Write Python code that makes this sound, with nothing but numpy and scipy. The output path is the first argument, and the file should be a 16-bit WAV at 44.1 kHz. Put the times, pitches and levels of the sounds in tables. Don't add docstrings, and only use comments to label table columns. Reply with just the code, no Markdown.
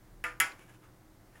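import sys
import numpy as np
from scipy import signal
from scipy.fft import rfft, irfft
from scipy.io import wavfile
from scipy.ndimage import uniform_filter1d

SR = 44100
rng = np.random.default_rng(int(sys.argv[2]) if len(sys.argv) > 2 else 0)


def dump(signal):
    limited = np.clip(np.atleast_2d(signal).T, -1, 1)
    pcm = np.round(limited * 32767).astype(np.int16)
    wavfile.write(sys.argv[1], SR, pcm)


N = 61739


def undb(db):
    return 10 ** (np.asarray(db) / 20)


def along(points, hz):
    knots_hz, values = np.array(points).T
    return np.interp(np.log(hz + 1), np.log(knots_hz), values)


def noise(colour, treble_db=0, shelf_hz=2980):
    hz = np.fft.rfftfreq(N, 1 / SR)
    gain = undb(along(colour, hz))
    shelf = undb(treble_db / (1 + (shelf_hz / (hz + 1)) ** 6))
    return irfft(rfft(rng.standard_normal(N)) * gain * shelf / np.sqrt(np.mean(gain ** 2)), N)


def walk(rate_hz):
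    span = int(SR / rate_hz)
    steps = np.repeat(rng.standard_normal(64), span)[:N]
    return uniform_filter1d(uniform_filter1d(steps, span), span)


def fade(age_s, t60_s, hold_s):
    return np.exp(-np.log(1000) * (np.hypot(age_s, hold_s) - hold_s) / t60_s)


def waver(t, hz, depth=0.31):
    drift = 1 + depth * (walk(14.17) + 1j * walk(12))
    return np.sqrt(2) * np.real(drift * np.exp(2j * np.pi * (hz * t + rng.random())))


def background(t):
    # (frequency [Hz], relative density [dB])
    hiss_colour = [(12, -31), (20, -4), (44, -10.5), (66, -12), (122, -7.5), (144, -13), (175, -10),
                   (252, -17.5), (315, -14), (439, -21), (478, -19.5), (581, -20), (2090, -28.5),
                   (2470, -35.5), (15500, -38.5)]
    # (frequency [Hz], level [dB])
    hum_tones = [(119, -69), (316, -71), (361, -75)]
    # (time [s], level [dB])
    rumble_levels = [(0, -64), (.15, -57.5), (.36, -60.5), (.48, -76), (.9, -76), (1.1, -69.5), (1.4, -66)]
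    rumble = undb(np.interp(t, *np.array(rumble_levels).T)) * waver(t, hz=35)
    hiss = undb(-60) * noise(hiss_colour)
    hum = sum(undb(db) * waver(t, hz) for hz, db in hum_tones)
    return hiss + hum + rumble


def crack(age_s, treble_db):
    # (frequency [Hz], relative density [dB])
    colour = [(200, -12), (900, -18), (1600, -3), (2700, 3), (3900, -8.5), (4400, -14), (5000, -4.5),
              (6100, -13.5), (7000, 1), (8400, -6.5), (9800, 1.5), (12300, -4.5), (13300, -0.5),
              (14100, -27), (16000, -12)]
    hold_s, fall_s = 0.00052, 0.001
    chatter_db, chatter_fall_s = -5.5, 0.013
    burst = np.exp(-np.maximum(age_s - hold_s, 0) / fall_s)
    chatter = undb(chatter_db) * np.exp(-age_s / chatter_fall_s)
    return noise(colour, treble_db) * (age_s > 0) * (burst + chatter)


def clack(age_s, hz):
    lag_s, width_s, echo_s, echo_db = 0.0053, 0.00066, 0.0034, -16

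    def pulse(offset_s):
        return np.exp(-0.5 * (offset_s / width_s) ** 2) * np.cos(2 * np.pi * hz * offset_s)

    return (age_s > 0) * (pulse(age_s - lag_s) + undb(echo_db) * pulse(age_s - lag_s - echo_s))


def ring(age_s, modes, rise_s=0.0037, hold_cycles=21.6):
    tones = 0
    for hz, db, t60_s in modes:
        tone = np.sin(2 * np.pi * (hz * age_s + rng.random()))
        tones += undb(db) * fade(age_s, t60_s, hold_cycles / hz) * tone
    return tones * (1 - np.exp(-age_s / rise_s))


def room(age_s, treble_db, rise_s=0.0036):
    # (frequency [Hz], relative density [dB])
    colour = [(150, -47), (320, -11), (430, -21.5), (650, -13.5), (1000, -10.5), (1400, -4.5), (2100, 0),
              (2420, -1.5), (3100, -9), (4000, -19), (5000, -12.5), (6200, -17), (7100, -11.5),
              (8400, -20.5), (10000, -10), (12500, -28.5), (16000, -33)]
    # (centre [Hz], t60 [s], hold [s])
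    bands = [(300, 0.76, 0.15), (740, 0.46, 0.044), (1950, .22, 0.048), (5500, 0.26, 0.026),
             (10000, 0.22, 0.022), (14900, 0.43, 0.007)]
    spectrum = rfft(noise(colour, treble_db))
    hz = np.fft.rfftfreq(N, 1 / SR)
    centres_hz = np.array(bands)[:, 0]
    tail = 0
    for selector, (_, t60_s, hold_s) in zip(np.eye(len(bands)), bands):
        band_gain = along(np.c_[centres_hz, selector], hz)
        tail += irfft(spectrum * band_gain, N) * fade(age_s, t60_s, hold_s)
    return tail * (1 - np.exp(-age_s / rise_s))


def knocks(t):
    # (time [s], crack [dB], clack [dB], clack pitch [Hz], ring gain [dB], room [dB],
    # crack treble [dB], room treble [dB])
    hits = [(.2400, -26, -23, 1920, 4.5, -39.5, -16, -6), (.4010, -19, -13.5, 1970, 1.5, -33.5, -1.5, 1)]
    # (frequency [Hz], level before ring gain [dB], t60 [s])
    dull_modes = [(494, -54, 0.34), (666.7, -53.5, 0.19), (891, -47.5, 0.06), (1000, -55, 0.38),
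                  (1213, -43.5, 0.27), (1338, -50, 0.21), (1382, -39.5, 0.14), (1405, -41.5, 0.22),
                  (1468, -46, 0.23), (1597, -49, 0.22), (1746, -36, 0.1), (1763, -38, 0.16),
                  (1784, -38, 0.18), (1995, -41.5, 0.092), (2100, -48, 0.13), (2200, -46.5, 0.16),
                  (2264, -47, 0.13), (2607, -37.5, 0.044), (3320, -58, 0.14)]
    sharp_modes = [(802, -46.5, 0.31), (948, -42.5, 0.18), (971.4, -49, 0.29), (1130, -41, 0.23),
                   (1327, -29.5, 0.17), (1470, -31, .22), (1643, -35.5, 0.15), (1676, -36, 0.22),
                   (1806, -38.5, 0.18), (1866, -37, 0.19), (2048, -24, 0.082), (2070, -31, 0.19),
                   (2098, -39.5, 0.28), (2282, -29.5, 0.15), (2590, -29, 0.039), (2778, -52, 0.21),
                   (3008, -30.5, 0.047), (3265, -38, 0.17)]
    out = 0
    for hit, modes in zip(hits, (dull_modes, sharp_modes)):
        start_s, crack_db, clack_db, clack_hz, ring_db, room_db, crack_treble_db, room_treble_db = hit
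        age_s = np.maximum(t - start_s, 0)
        out += undb(crack_db) * crack(age_s, crack_treble_db)
        out += undb(clack_db) * clack(age_s, clack_hz)
        out += undb(ring_db) * ring(age_s, modes)
        out += undb(room_db) * room(age_s, room_treble_db)
    return out


def touches(t):
    # (peak time [s], noise level [dB], rise [s], fall [s],
    # resonance [Hz], resonance re noise [dB], resonance width [Hz])
    contacts = [(0.52, -63, 0.0033, 0.0054, 2280, 11, 186), (0.594, -54.5, 0.0028, 0.0034, 1477, -2, 600),
                (.622, -59.5, 0.048, 0.042, 2266, -5, 38), (0.697, -59, 0.014, 0.024, 1682, -4, 25),
                (.747, -62, 0.017, 0.018, 2843, -10, 500), (0.841, -66.5, 0.019, 0.042, 1225, 4.5, 398),
                (1.358, -58.5, .002, 0.0054, 1853, 4, 15), (1.378, -61.5, 0.037, 0.023, 1800, -8.5, 60),
                (.520, -58, .002, 0.0059, 4200, 2, 400)]
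    # (frequency [Hz], relative density [dB])
    colour = [(200, -2), (700, 0.5), (1600, 0.5), (3000, -2.5), (4200, -17), (6000, -12), (7000, -10),
              (8500, -16), (10300, -8), (15000, -30)]
    out = 0
    for peak_s, db, rise_s, fall_s, hz, tone_db, width_hz in contacts:
        drift_rad = np.cumsum(rng.standard_normal(N)) * np.sqrt(2 * np.pi * width_hz / SR)
        tone = np.sqrt(2) * np.sin(2 * np.pi * hz * t + drift_rad)
        swell = np.exp(-np.maximum((peak_s - t) / rise_s, (t - peak_s) / fall_s))
        out += undb(db) * swell * (noise(colour) + undb(tone_db) * tone)
    return out


def scene():
    t = np.arange(N) / SR
    return (knocks(t) + touches(t) + background(t))[None]


def record(dry):
    top_hz = 15900
    return signal.sosfilt(signal.ellip(10, 0.2, 70, top_hz, fs=SR, output="sos"), dry)


dry = scene()
out = record(dry)
dump(out)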